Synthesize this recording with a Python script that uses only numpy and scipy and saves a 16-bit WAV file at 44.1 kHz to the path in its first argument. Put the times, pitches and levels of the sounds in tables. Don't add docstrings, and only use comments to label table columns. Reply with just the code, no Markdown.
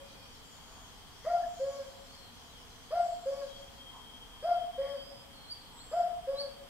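import sys
import numpy as np
from scipy import signal
from scipy.fft import rfft, irfft
from scipy.io import wavfile

SR = 44100
rng = np.random.default_rng(int(sys.argv[2]) if len(sys.argv) > 2 else 0)


def generate_wav(sig):
    pcm = np.round(np.clip(np.atleast_2d(sig).T, -1, 1) * 32767).astype(np.int16)
    wavfile.write(sys.argv[1], SR, pcm)


N = 295029
TIME = np.arange(N) / SR


def from_db(db):
    return 10 ** (np.asarray(db) / 20)


def rms_one(x):
    return x / np.sqrt(np.mean(x ** 2) + 1e-20)


def progress(length_s):
    return np.linspace(0, 1, max(8, round(length_s * SR)))


def at_hz(points, hz):
    known_hz, values = np.transpose(points)
    return np.interp(np.log(hz + 1e-3), np.log(known_hz), values)


def wander(rate_hz, size=N):
    steps = np.arange(size) / SR * rate_hz
    knots = rng.standard_normal(16384)
    return rms_one(np.interp(steps, np.arange(len(knots)), knots))


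def band_noise(noise, order, low_hz, high_hz):
    band = signal.butter(order, [low_hz, high_hz], "band", fs=SR, output="sos")
    return signal.sosfilt(band, noise)


def stereo_noise(spectrum):
    # frequency_hz, correlation
    likeness = [(40, 0.74), (130, 0.28), (290, 0.29), (640, 0.59), (1400, 0.21), (2300, 0.079),
                (3100, -0.27), (6800, -0.071), (15000, 0.07)]
    hz = np.arange(N // 2 + 1) * SR / N
    outside = np.log((hz + 1) / np.clip(hz + 1, spectrum[0][0], spectrum[-1][0]))
    gain = from_db(at_hz(spectrum, hz) - 120 * abs(outside))
    alike = np.clip(at_hz(likeness, hz), -1, 1)
    mid, side = rfft(rng.standard_normal((2, N)))
    common = np.sqrt(1 + alike) * mid
    opposed = np.sqrt(1 - alike) * side * [[1], [-1]]
    return rms_one(irfft(gain * (common + opposed), N))


def scatter(x, t60_s, build_s=0.0083):
    t = np.arange(SR) / SR
    build = np.minimum(t / build_s, 1) ** 2
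    response = rng.standard_normal((2, SR)) * from_db(-60 * t / t60_s) * build
    response /= np.sqrt(np.sum(response ** 2, axis=1, keepdims=True))
    return signal.fftconvolve(np.atleast_2d(x), response, axes=1)[:, :x.shape[-1]]


def from_aside(x, lag_ms):
    left, right = np.broadcast_to(x, (2, N))
    return np.array([left, np.interp(TIME - lag_ms / 1000, TIME, right)])


def add(track, sound, onset_s):
    start = max(0, round(onset_s * SR))
    part = track[..., start:start + sound.shape[-1]]
    part += sound[..., :part.shape[-1]]


def hush():
    # frequency_hz, relative level_db_per_hz
    hush_spectrum = [(12, -23.5), (20, 0.5), (49, -2.5), (212, -10), (245, -6.5), (306, -11.5),
                     (339, -21.5), (391, -13.5), (520, -12), (553, -23.5), (651, -13.5), (939, -11.5),
                     (1630, -18), (2600, -20.5), (3380, -47), (5720, -120)]
    return from_db([[-54.85], [-55.16]]) * stereo_noise(hush_spectrum)


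def hiss():
    # frequency_hz, relative level_db_per_hz
    hiss_spectrum = [(2180, -27), (3700, -1.5), (4200, -4.5), (4790, -2), (6580, -9), (8560, -5),
                     (9650, -11.5), (13100, -10.5), (15500, -18)]
    return from_db(-61.5) * stereo_noise(hiss_spectrum)


def insect_chorus():
    # frequency_hz, relative level_db_per_hz
    chorus_spectrum = [(2200, -55), (2600, -13.5), (2900, -3.5), (3080, 1.5), (3220, 5), (3420, 0),
                       (3650, -10.5), (4100, -34.5)]
    return from_db([[-59.5], [-61.5]]) * stereo_noise(chorus_spectrum)


def whine(flutter, waver):
    # start_s, length_s, pitch_hz, level_db
    bouts = [(3.45, .26, 3264, -58), (3.77, 0.51, 3201, -54.5), (4.27, 0.294, 3220, -58.5),
             (4.53, 0.53, 3189, -52.5), (5.03, 0.72, 3190, -65.5)]
    edge_s = .03
    tone = np.zeros(N)
    for start_s, length_s, pitch_hz, level_db in bouts:
        t = progress(length_s) * length_s
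        hz = pitch_hz * (1 + waver * wander(199.2, size=len(t)))
        phase = 2 * np.pi * np.cumsum(hz) / SR
        gate = np.minimum(np.minimum(t, length_s - t) / edge_s, 1)
        steady = rms_one(np.sin(phase) * (1 + flutter * wander(60, size=len(t))))
        add(tone, from_db(level_db) * gate * steady, start_s)
    heard = from_aside(tone, lag_ms=0.1) + from_db(-8.5) * scatter(tone, t60_s=0.23)
    ear_gain_db = [[1], [-1]]
    return from_db(ear_gain_db) * heard


def rasps():
    # centre_s, half_length_s, pitch_hz, width_hz, level_db
    hoarse_calls = [(0.77, 0.11, 940, 600, -59), (1.29, 0.043, 1950, 251, -57.5),
                    (1.44, 0.026, 1720, 150, -57.5), (3.972, 0.041, 970, 254, -54.5),
                    (4.13, 0.093, 860, 158, -64.5), (4.882, 0.065, 1960, 300, -58.5),
                    (5.757, 0.051, 935, 200, -60)]
    out = np.zeros((2, N))
    for centre_s, half_s, hz, width_hz, level_db in hoarse_calls:
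        white = rng.standard_normal(N) + 0.65 * rng.standard_normal((2, N))
        noise = band_noise(white, 2, hz - width_hz / 2, hz + width_hz / 2)
        swell = np.exp(-.5 * ((TIME - centre_s) / half_s) ** 2)
        out += from_db(level_db) * swell * rms_one(noise)
    return out


def glide(hz, crest, waver):
    u = np.linspace(0, 1, len(hz))
    swell = np.sin(np.pi * np.interp(u, [0, crest, 1], [0, .5, 1]))
    unsteady_hz = hz * (1 + waver * wander(250.5, size=len(u)))
    return swell, 2 * np.pi * np.cumsum(unsteady_hz) / SR


def twitter(low_hz, high_hz, pan_db, count=1400):
    # time_s, level_db (mean of the two ears)
    twitter_level = [(0, -61.5), (.5, -63), (1.1, -65), (1.6, -60), (2.3, -63.5), (2.9, -64.5), (3.5, -61),
                     (3.9, -68.5), (6.69, -88)]
    flock = np.zeros(N)
    for when, length, pitch, bend, loud in rng.random((count, 5)):
        hz = low_hz * (high_hz / low_hz) ** pitch
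        slur = .7 * (bend - .5) * (progress(0.01524 + .05 * length) - .5)
        swell, phase = glide(hz * (1 + slur), crest=0.38, waver=0.0145)
        add(flock, from_db(17 * loud) * swell * np.sin(phase), when * N / SR)
    level_db = np.interp(TIME, *np.transpose(twitter_level))
    balance_db = np.array([[pan_db / 2], [-pan_db / 2]])
    return from_db(level_db + balance_db) * rms_one(scatter(flock, t60_s=0.46))


def whistle_notes():
    # start_s, length_s, start_hz, final_hz, level_db, left_minus_right_db, scattered_share
    whistles = [(0, 0.29, 2460, 2420, -67, -2, .8), (0.045, 0.35, 5110, 4550, -65, 2, 0.7),
                (0.413, 0.14, 7420, 6920, -62.5, 9, 1), (.62, 0.26, 7130, 6600, -63.5, 2, 0.7),
                (1.246, 1, 7370, 7335, -68.5, 1, .7), (1.47, 0.29, 7120, 6930, -61, 2.5, 0.76),
                (2.071, 0.18, 4430, 4320, -60, 3.5, 0.54), (2.519, .1, 3710, 2754, -62, 4, .5),
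                (2.957, 0.14, 8660, 7230, -62, 0, 1), (4.952, 0.28, 4600, 4990, -57.5, -5.5, 0.2),
                (5.329, .165, 4470, 4120, -59, -2, 0.54), (5.539, 0.17, 4520, 4110, -62.5, 1, .7),
                (5.73, .28, 8020, 7490, -58, 0, 0.42)]
    settle_s = 0.056
    notes = []
    for start_s, length_s, start_hz, final_hz, level_db, pan_db, share in whistles:
        remaining = np.exp(-progress(length_s) * length_s / settle_s)
        hz = final_hz + (start_hz - final_hz) * remaining
        notes.append((start_s, hz, level_db, pan_db, share))
    return notes


def trill_notes(count=7):
    start_s, period_s, length_s = 3.09, 0.099, 0.0536
    first_hz, step_hz, drop_hz = 7450, -78, 500
    first_db, step_db, pan_db = -61, -2, 3
    scattered_share = .8
    fall_hz = drop_hz * (.5 - progress(length_s))
    return [(start_s + k * period_s, first_hz + k * step_hz + fall_hz, first_db + k * step_db,
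             pan_db, scattered_share) for k in range(count)]


def chip_notes():
    # start_s, length_s, top_hz, level_db, left_minus_right_db
    chips = [(5.466, 0.071, 4960, -39, -1), (5.74, .092, 4580, -52.5, -2), (6.335, .09, 4906, -36, -1.5)]
    rise_hz_per_s, bend, scattered_share = 13500, 1.45, .24
    notes = []
    for start_s, length_s, top_hz, level_db, pan_db in chips:
        hz = top_hz - rise_hz_per_s * length_s * (1 - progress(length_s) ** bend)
        notes.append((start_s, hz, level_db, pan_db, scattered_share))
    return notes


def small_birds(notes, crest, steepness, waver, octave_db, t60_s):
    direct, smeared = np.zeros((2, 2, N))
    for start_s, hz, level_db, pan_db, share in notes:
        swell, phase = glide(hz, crest, waver)
        tone = np.sin(phase) + from_db(octave_db) * np.sin(2 * phase)
        note = np.sqrt(2) * abs(swell) ** steepness * tone
        note = note * from_db([[level_db + pan_db / 2], [level_db - pan_db / 2]])
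        add(direct, np.sqrt(1 - share) * note, start_s)
        add(smeared, np.sqrt(share) * note, start_s)
    return from_aside(direct, lag_ms=-0.086) + scatter(smeared, t60_s)


def cuckoo_note(pitch, level, buzz, rough, overtones, offset_hz, stretch):
    # low_edge_hz, high_edge_hz, level_db
    sibilance = [(4800, 5100, 3), (7900, 10600, -6.5)]
    note_s, scoop_s = .3, .0238
    start_s = .006
    t = np.arange(round(note_s * SR)) / SR / stretch
    held = t / level["hold_s"]

    sag_hz = pitch["sag_hz"] * np.minimum(held, 1.5) ** 4
    scoop_hz = pitch["scoop_hz"] * np.exp(-t / scoop_s) + pitch["catch_hz"] * np.exp(-t / start_s)
    hz = pitch["hz"] + offset_hz - scoop_hz + pitch["climb_hz_per_s"] * t - sag_hz
    phase = 2 * np.pi * np.cumsum(hz) / SR + rough["jitter_rad"] * wander(138.6, size=len(t))
    tone = np.sqrt(2) * np.sin(phase) * (1 + rough["shimmer"] * wander(169.9, size=len(t)))

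    partials = sum(from_db(db) * np.sin(multiple * phase) for multiple, db in overtones)
    partials = partials * (1 + rough["flutter"] * wander(90.3, size=len(t)))
    white = rng.standard_normal(len(t))
    rasp = rms_one(band_noise(white, 3, 520, 1700))
    air = sum(from_db(db) * rms_one(band_noise(white, 1, low_hz, high_hz))
              for low_hz, high_hz, db in sibilance)
    edge = np.sqrt(2) * partials + from_db(buzz["rasp_db"]) * rasp + from_db(buzz["air_db"]) * air

    rise = np.sin(np.pi / 2 * np.minimum(t / level["attack_s"], 1)) ** level["attack_power"]
    attack = np.maximum(level["start_share"], rise)
    released_s = np.maximum(t - level["hold_s"], 0)

    def held_then_released(part):
        return from_db(part["db"] + part["swell_db"] * np.minimum(held, 1)
                       - 60 * released_s / part["release_t60_s"])

    fade = np.minimum(np.minimum(t, t[-1] - t) / start_s, 1)
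    return fade * (attack * held_then_released(level) * tone + held_then_released(buzz) * edge)


def cuckoo(tail_db, tail_t60_s):
    # start_s, pitch_offset_hz, effort_db, length_factor
    first_notes = [(1.2448, -2.0, -0.5, 1.02), (2.904, -1.3, 0.0, 1), (4.423, 1.5, 0.5, 0.996),
                   (5.9118, 1.86, -0.0, 1)]
    second_notes = [(-0.34, 0.5, -1, 1.03), (1.5914, -4, -2, 1.22), (3.2537, 1.0, 0, 0.96),
                    (4.7762, 2.1, 0.4, 0.914), (6.2692, 2.3, 0.1, 0.93)]
    # multiple, level_db (relative to the buzz); half multiples come from slightly alternating cycles
    first_overtones = [(2, -2), (3, -19.5), (4, -20)]
    second_overtones = [(1.5, -7), (2, -0.5), (2.5, -12.5), (3, -3.5), (4, -14)]
    # delay_ms, right_ear_lag_ms, left_db, right_db
    paths = [(0.0, -0.063, 0.0, -0.66), (8.044, -0.12, -1.6, -3), (13.1, -0.17, -12.5, -17),
             (37.61, 0.005, -14.5, -16.5), (52.93, -0.13, -4, -8), (73.86, -0.14, -9.5, -18),
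             (91.94, -0.18, -13.5, -16), (150.6, 0.39, -27, -19.5), (174.9, 0.13, -22.5, -19.5),
             (195.77, 0.16, -21.6, -20.0), (237.85, 0.1, -26.5, -25)]
    first_voice = (
        dict(hz=701, scoop_hz=156.8, catch_hz=130, climb_hz_per_s=139.7, sag_hz=14.06),
        dict(db=-32, start_share=0.25, attack_s=.0327, attack_power=8.4, hold_s=.1083, swell_db=10,
             release_t60_s=0.15),
        dict(db=-54, swell_db=.5, release_t60_s=.45, rasp_db=-4.5, air_db=-11),
        dict(jitter_rad=.1, shimmer=.1, flutter=.45),
        first_overtones)
    second_voice = (
        dict(hz=540.6, scoop_hz=0, catch_hz=40, climb_hz_per_s=249.8, sag_hz=33.3),
        dict(db=-22.8, start_share=.1, attack_s=.0415, attack_power=1.4, hold_s=.1747, swell_db=-20.2,
             release_t60_s=.169),
        dict(db=-63.5, swell_db=4.5, release_t60_s=0.21, rasp_db=-15, air_db=-5.5),
        dict(jitter_rad=.05, shimmer=.036, flutter=.2),
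        second_overtones)

    lead_s = .5
    lead = round(lead_s * SR)
    voice = np.zeros(N + lead)
    for notes, note_voice in ((first_notes, first_voice), (second_notes, second_voice)):
        for start_s, offset_hz, effort_db, stretch in notes:
            note = cuckoo_note(*note_voice, offset_hz, stretch)
            add(voice, from_db(effort_db) * note, start_s + lead_s)

    t = np.arange(-lead, N) / SR
    heard = from_db(tail_db) * scatter(voice, tail_t60_s, build_s=0.093)[:, lead:]
    for delay_ms, lag_ms, left_db, right_db in paths:
        heard[0] += from_db(left_db) * np.interp(TIME - delay_ms / 1000, t, voice)
        heard[1] += from_db(right_db) * np.interp(TIME - (delay_ms + lag_ms) / 1000, t, voice)
    return heard


def scene():
    background = hush() + hiss()
    insects = insect_chorus() + whine(flutter=.35, waver=0.0046)
    far = rasps() + twitter(low_hz=3865, high_hz=6870, pan_db=2.5)
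    whistles = small_birds(whistle_notes() + trill_notes(), crest=0.28, steepness=0.14, waver=0.0126,
                           octave_db=-51, t60_s=0.57)
    chips = small_birds(chip_notes(), crest=0.89, steepness=3.4, waver=0.02, octave_db=-22, t60_s=0.45)
    caller = cuckoo(tail_db=-17, tail_t60_s=1.55)
    return background + insects + far + whistles + chips + caller


def record(dry):
    cutoff_hz = 15700
    return signal.sosfilt(signal.ellip(12, .1, 80, cutoff_hz, fs=SR, output="sos"), dry)


dry = scene()
out = record(dry)
generate_wav(out)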